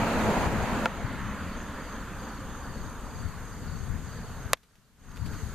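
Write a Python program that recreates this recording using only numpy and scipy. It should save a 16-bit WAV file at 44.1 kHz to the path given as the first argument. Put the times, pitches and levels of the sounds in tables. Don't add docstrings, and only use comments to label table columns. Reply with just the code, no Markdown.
import sys
import numpy as np
from scipy import signal
from scipy.fft import rfft, irfft
from scipy.io import wavfile
from scipy.ndimage import uniform_filter1d

SR = 44100
rng = np.random.default_rng(int(sys.argv[2]) if len(sys.argv) > 2 else 0)


def master(y):
    cut = np.clip(np.atleast_2d(y).T, -1, 1)
    pcm = np.round(cut * 32767)
    wavfile.write(sys.argv[1], SR, pcm.astype(np.int16))


N = 244480
TIME = np.arange(N) / SR
BINS = np.fft.rfftfreq(1024, 1 / SR)
FRAMES = np.arange(N // 256 + 5) * 256 / SR


def amp(db):
    return 10 ** (np.asarray(db) / 20)


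def unit(x):
    return x / np.sqrt(np.mean(x ** 2) + 1e-20)


def spectrum(points, hz):
    frequencies, values = np.transpose(points)
    return np.interp(np.log(hz + 1), np.log(frequencies + 1), values)


def curve(rows):
    return np.interp(TIME, *np.transpose(rows))


def add(mix, start_s, sound):
    part = mix[..., round(start_s * SR):][..., :sound.shape[-1]]
    part += sound[..., :part.shape[-1]]


def drift(rate_hz):
    t = np.arange(2 ** 14) * 16 / SR
    keep_slow = np.exp(-(np.fft.rfftfreq(len(t), t[1]) / rate_hz) ** 2)
    slow = irfft(rfft(rng.standard_normal(len(t))) * keep_slow)
    return unit(np.interp(TIME, t, slow))


def noise(colour_db, likeness, patchy_db):
    a, b, c, d, patches = rng.standard_normal((5, len(FRAMES), len(BINS)))
    patches = unit(uniform_filter1d(uniform_filter1d(patches, size=10, axis=0), size=10, axis=1))
    likeness = np.clip(likeness, -1, 1)
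    left = a + 1j * b
    right = likeness * left + np.sqrt(1 - likeness ** 2) * (c + 1j * d)
    shaped = np.array([left, right]) * amp(colour_db + patchy_db * patches)
    return unit(signal.istft(shaped.swapaxes(1, 2), nperseg=1024, noverlap=768)[1][:, :N])


def click(colour):
    log_gain = np.log(amp(spectrum(colour, abs(np.fft.fftfreq(4096, 1 / SR)))))
    pulse = np.fft.ifft(np.exp(np.conj(signal.hilbert(log_gain)))).real[:len(log_gain) // 2]
    return pulse / abs(pulse).max()


def slow_air():
    bass = signal.butter(2, [18, 70], "band", fs=SR, output="sos")
    deep = signal.sosfilt(bass, rng.standard_normal((3, N)))
    return amp(-43.5) * unit(deep[0] + 0.55 * deep[1:]) * amp([[1.5], [-1.5]])


# (frequency [Hz], relative level [dB])
CHORUS_COLOUR = [(200, -8), (2500, -17), (3900, -0.5), (5200, -4.5), (5950, -4), (6400, 4.5), (7000, 4),
                 (7600, -4), (8300, -5.5), (8900, -2.5), (9800, -7), (14000, -6), (14500, -43.5)]


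def far_chorus():
    return amp(-55.5) * noise(spectrum(CHORUS_COLOUR, BINS), likeness=0.044, patchy_db=1.4)


def wings(hz, strokes_hz, unsteady, glide_hz, arch_hz, sharp, fuzz_hz, likeness):
    stroke = np.cumsum(strokes_hz * (1 + unsteady * drift(rate_hz=4.7))) / SR % 1
    pulse = abs(np.sin(np.pi * stroke))
    pitch_hz = hz + glide_hz * (stroke - .5) + arch_hz * (pulse - 1)
    phase = 2 * np.pi * np.cumsum(pitch_hz) / SR
    left, other = (drift(fuzz_hz) * np.cos(phase) + drift(fuzz_hz) * np.sin(phase) for _ in range(2))
    right = likeness * left + np.sqrt(1 - likeness ** 2) * other
    return unit(np.array([left, right]) * pulse ** sharp)


def chirping(turn, period_s, dip_db):
    beats = np.cumsum(np.ones(N) / period_s) / SR - turn
    return amp(-dip_db * np.sin(np.pi * beats) ** 2)


def insects():
    low = wings(hz=4460, strokes_hz=25.03, unsteady=0.06, glide_hz=-300, arch_hz=59.2,
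                sharp=0.82, fuzz_hz=130, likeness=0.56)
    high = wings(hz=4660, strokes_hz=20.5, unsteady=0.066, glide_hz=-300, arch_hz=79.8,
                 sharp=1.0, fuzz_hz=150, likeness=0.13)
    period_s = .33 + .045 * TIME
    crickets = high * chirping(turn=.97, period_s=period_s, dip_db=12)
    crickets += low * chirping(turn=.17, period_s=period_s, dip_db=12)
    buzz = wings(hz=6420, strokes_hz=50.0, unsteady=0.25, glide_hz=-66, arch_hz=40,
                 sharp=0.25, fuzz_hz=130, likeness=0.075)
    katydid = buzz * chirping(turn=.11, period_s=.315, dip_db=10)
    singers = amp(-58.5) * crickets * amp([[-1], [-4]]) + amp(-57.5) * katydid
    swell = amp(-10 * np.clip(1 - TIME / 1.8, 0, 1))
    trill = wings(hz=7900, strokes_hz=18.15, unsteady=.006, glide_hz=-80, arch_hz=1000,
                  sharp=1.8, fuzz_hz=140, likeness=0)
    return swell * singers + amp(-70) * trill


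# (time [s], relative level [dB], pitch [Hz])
THUMPS = [(.289, -36, 72), (.461, -19.5, 70.6), (1.042, -24.5, 105), (3.25, -26.5, 81), (3.833, -34, 75),
          (4.454, -29, 80), (5.213, -27, 69.4), (5.274, -29, 72), (5.43, -27, 78)]


def thumps():
    out, t = np.zeros(N), np.arange(SR // 8) / SR
    swell = t / 0.0067
    for start_s, db, hz in THUMPS:
        add(out, start_s, amp(db) * swell * np.exp(1 - swell) * np.sin(2 * np.pi * hz * t))
    return out


# (frequency [Hz], relative level [dB])
WIND_COLOUR = [(15, -18), (30, -6), (55, -2), (78, 1), (100, -5), (160, -9), (220, -14), (300, -24),
               (600, -50), (2000, -90)]
# (time [s], relative level [dB])
GUSTS = [(0, -32.5), (.3, -27), (.52, -32), (.78, -33.5), (.88, -45), (1.1, -37.5), (1.9, -48),
         (2.85, -40.5), (3.07, -50), (3.25, -31), (3.47, -50), (3.64, -36), (3.95, -34.5), (4.3, -47.5),
         (5.15, -39.5), (5.24, -29.5), (5.54, -45)]
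# (time [s], left minus right [dB])
WIND_SIDE = [(0, 1), (.7, 11), (1.1, 11.5), (1.8, -1), (2.3, -2.5), (3.2, 18), (3.8, 18), (4.4, 15),
             (5.4, 13)]


def breeze():
    rumble = noise(spectrum(WIND_COLOUR, BINS), likeness=0.82, patchy_db=1.5)
    rumble *= amp(curve(GUSTS) - 2.0 + 1.2 * drift(rate_hz=8.7))
    left_db = curve(WIND_SIDE)
    sides = amp([left_db / 2, -left_db / 2])
    return (rumble + thumps()) * sides / sides.mean(axis=0)


# (frequency [Hz], relative level [dB])
ROAR_COMING = [(76, -40.5), (130, -14), (178, -5.5), (215, -1), (318, -8.5), (455, -7.5), (936, -7.5),
               (1080, -12), (1410, -12), (2590, -21), (3180, -26.5), (4560, -31.5), (5500, -41),
               (7150, -72.5), (12100, -120)]
ROAR_PASSING = [(76, -34), (130, -7), (215, -1), (247, -3), (338, -14), (455, -14), (550, -11), (788, -17),
                (981, -10.5), (1670, -11.5), (2470, -22), (3550, -26.5), (4210, -31.5), (4560, -32.5),
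                (5500, -44), (7150, -74), (12100, -120)]
ROAR_LEAVING = [(76, -35.5), (130, -6.5), (183, -3.5), (221, 2.5), (381, -11), (522, -6), (629, -14.5),
                (666, -12.5), (716, -12.5), (940, -7.5), (1230, -7.5), (1770, -12), (2100, -23),
                (3570, -25), (4000, -34), (5200, -44), (8800, -120)]
ROAR_FAR = [(76, -36), (130, -1), (178, -19.5), (218, -4.5), (355, -20), (421, -11.5), (577, -19.5),
            (612, -17.5), (737, -19), (1050, -17), (1510, -15.5), (2460, -28.5), (3050, -30), (3780, -34.5),
            (4000, -38), (5200, -59), (8800, -120)]
ROAR_TIMES = [.5, 1.2, 2.6, 3.599]
# (frequency [Hz], likeness [0-1])
LIKENESS_COMING = [(100, 0.7), (300, 1), (640, 0.92), (1400, 0.77), (3100, 0.48), (6000, 0)]
LIKENESS_AHEAD = [(100, 0.96), (300, 1), (640, .97), (1400, 0.98), (3100, 0.88), (6000, 0.28)]
# (time [s], relative level [dB])
ROAR_LEVEL = [(0, -36), (.8, -36.5), (2.7, -41.5), (3.7, -43.5), (4.4, -42.5), (5.54, -45.5)]


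def tyres():
    colours = np.array([spectrum(c, BINS) for c in (ROAR_COMING, ROAR_PASSING, ROAR_LEAVING, ROAR_FAR)])
    colours -= 10 * np.log10(np.sum(amp(colours) ** 2, axis=1, keepdims=True))
    blend = np.transpose([np.interp(FRAMES, ROAR_TIMES, stage) for stage in np.eye(len(colours))])
    coming = blend[:, :1]
    likeness = coming * spectrum(LIKENESS_COMING, BINS) + (1 - coming) * spectrum(LIKENESS_AHEAD, BINS)
    roar = noise(blend @ colours, likeness, patchy_db=1.36) * amp([[-.4], [.4]])
    return amp(curve(ROAR_LEVEL)) * roar


def engine():
    nearest_s, speed_m_per_s, road_distance_m = 1.7, 18, 12.7
    rest_hz, sound_m_per_s, front_boost_db = 205.2, 343, 14
    along_m = speed_m_per_s * (TIME - nearest_s)
    distance_m = np.hypot(along_m, road_distance_m)
    leaving = along_m / distance_m
    pitch_hz = rest_hz / (1 + leaving * speed_m_per_s / sound_m_per_s)
    pitch_hz *= 1 + 0.04 * drift(rate_hz=20.6)
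    hum = np.sin(2 * np.pi * np.cumsum(pitch_hz) / SR) * (1 + 0.71 * drift(rate_hz=68))
    return amp(-50.5 - front_boost_db * leaving) * road_distance_m / distance_m * unit(hum)


# (time [s], level [dB], fade time [s])
SCUFFS = [(4.57, -33, 0.0061), (4.631, -35.5, 0.013), (4.753, -39, 0.017), (5.113, -44, .008),
          (5.16, -46, 0.01), (5.169, -42.5, .0094), (5.26, -42.5, 0.016), (5.331, -49.5, .025),
          (5.346, -60.5, .0036)]
# (frequency [Hz], relative level [dB])
GRASS_COLOUR = [(200, -5), (1500, 1.5), (3800, -1), (8000, -14), (13500, -11), (15000, -31)]


def grass_scuffs():
    out, t = np.zeros((2, N)), np.arange(SR // 5) / SR
    blade = click(GRASS_COLOUR)[None]
    for start_s, db, fade_s in SCUFFS:
        grains = rng.standard_normal((3, len(t))) * amp(6.7 * rng.standard_normal(len(t)))
        crackle = unit(signal.fftconvolve(grains[0] + .5 * grains[1:], blade, axes=1)[:, :len(t)])
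        add(out, start_s, amp(db) * crackle * np.exp(-t / fade_s) * (1 - np.exp(-t / 0.00085)))
    return out


def strike(colour, tones, click_db, ring_db, shell_db, shell_s, echo_s, echo_db):
    t = np.arange(SR // 4) / SR
    dull = signal.butter(3, 4700, fs=SR)
    ring = sum(amp(db - 60 * t / fade_s) * np.cos(2 * np.pi * hz * t) for hz, db, fade_s in tones)
    sound = amp(ring_db) * ring * (1 - np.exp(-t / 0.00018))
    pulse = signal.lfilter([-.58, 1], [1, -.58], click(colour))
    add(sound, 0, amp(click_db) * pulse)
    shell = signal.lfilter(*dull, rng.choice([-1., 1.], len(t))) * amp(-60 * t / shell_s)
    add(sound, 0, amp(shell_db) * signal.fftconvolve(shell, pulse / np.linalg.norm(pulse)))
    add(sound, echo_s, amp(echo_db) * signal.lfilter(*dull, sound))
    return signal.lfilter(*signal.butter(4, 445, "high", fs=SR), sound)


# (frequency [Hz], relative level [dB])
PLATE_CLICK = [(100, -3), (900, 0), (2500, -15), (4500, -9.5), (6200, -19), (7800, -20), (10000, -26),
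               (15000, -31)]
BALL_CLICK = [(100, -20), (600, -3), (1330, 3), (2270, 1), (4470, -4), (5900, -6), (6900, 0), (8600, -6),
              (10200, -3), (12400, -6.5), (14100, -7), (16000, -26)]
# (pitch [Hz], relative level [dB], time to fade by 60 dB [s])
PLATE_TONES = [(520, -24, 0.078), (710, -20.5, 0.03), (870, -16.5, 0.037), (990, -37, 0.03),
               (1398, -13, 0.025), (1490, -36, 0.043), (2200, -19.5, 0.017), (2514, -22, 0.021),
               (3160, -36, 0.025)]
BALL_TONES = [(560, -18, .02), (690, -19, .016), (1095, -18, .018), (1262, -20, .018), (1735, -18, .016),
              (2275, -30, .014), (2550, -28, .016), (3030, -24, .018), (3260, -20, .02), (3470, -25, .02),
              (3727, -21, .02), (4200, -27, .02), (4360, -28, .02), (4835, -28, .018)]


def bat():
    hits = np.zeros(N)
    tap = strike(PLATE_CLICK, PLATE_TONES, click_db=-21, ring_db=0.5,
                 shell_db=-33, shell_s=0.026, echo_s=0.00294, echo_db=-9)
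    crack = strike(BALL_CLICK, BALL_TONES, click_db=5, ring_db=2.5,
                   shell_db=-21, shell_s=0.052, echo_s=0.0059, echo_db=-22)
    add(hits, .8575, tap)
    add(hits, 4.5331, crack)
    t = np.arange(SR // 2) / SR
    scatter = signal.lfilter(*signal.butter(1, 3500, fs=SR), rng.standard_normal((2, len(t))))
    scatter *= amp(-60 * t / 0.17)
    echoes = signal.fftconvolve(hits[None], scatter / np.linalg.norm(scatter[0]), axes=1)[:, :N]
    late_s = .000012
    left = irfft(rfft(hits) * np.exp(-2j * np.pi * np.fft.rfftfreq(N, 1 / SR) * late_s), N)
    return np.array([left, hits]) * amp([[-.3], [.3]]) + amp(-32) * echoes


# (time [s], level change [dB])
BACKGROUND_STEPS = [(0, 9), (.46, 9.5), (.48, 6), (.858, 6.5), (.87, 0), (4.6, -0.5), (5.3, 1.5), (5.54, 2)]


def scene():
    background = amp(curve(BACKGROUND_STEPS)) * (tyres() + engine() + insects() + far_chorus())
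    return background + breeze() + slow_air() + bat() + grass_scuffs()


def overload_guard(x, threshold, cut_db, attack_s, hold_s, release_s):
    overloaded = abs(x).max(axis=0) > threshold
    since_s = TIME - np.maximum.accumulate(np.where(overloaded, TIME, -np.inf))
    cut = (1 - amp(-cut_db)) * np.clip(1 - (since_s - hold_s) / release_s, 0, 1)
    smoothing = np.exp(-1 / (attack_s * SR))
    return x * (1 - signal.lfilter([1 - smoothing], [1, -smoothing], cut))


def record(dry):
    hiss_colour = spectrum([(100, -4), (4000, -6), (13800, -12), (14500, -40.5)], BINS)
    hiss = amp(-70) * noise(hiss_colour, likeness=0.31, patchy_db=-1.0)
    guarded = overload_guard(dry, threshold=.6, cut_db=24.5, attack_s=0.0096, hold_s=0.42, release_s=0.4)
    treble_cut = signal.firwin(255, 14800, window=("kaiser", 8), fs=SR)
    return signal.oaconvolve(np.clip(guarded + hiss, -1, 1), treble_cut[None], "same")


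dry = scene()
out = record(dry)
master(out)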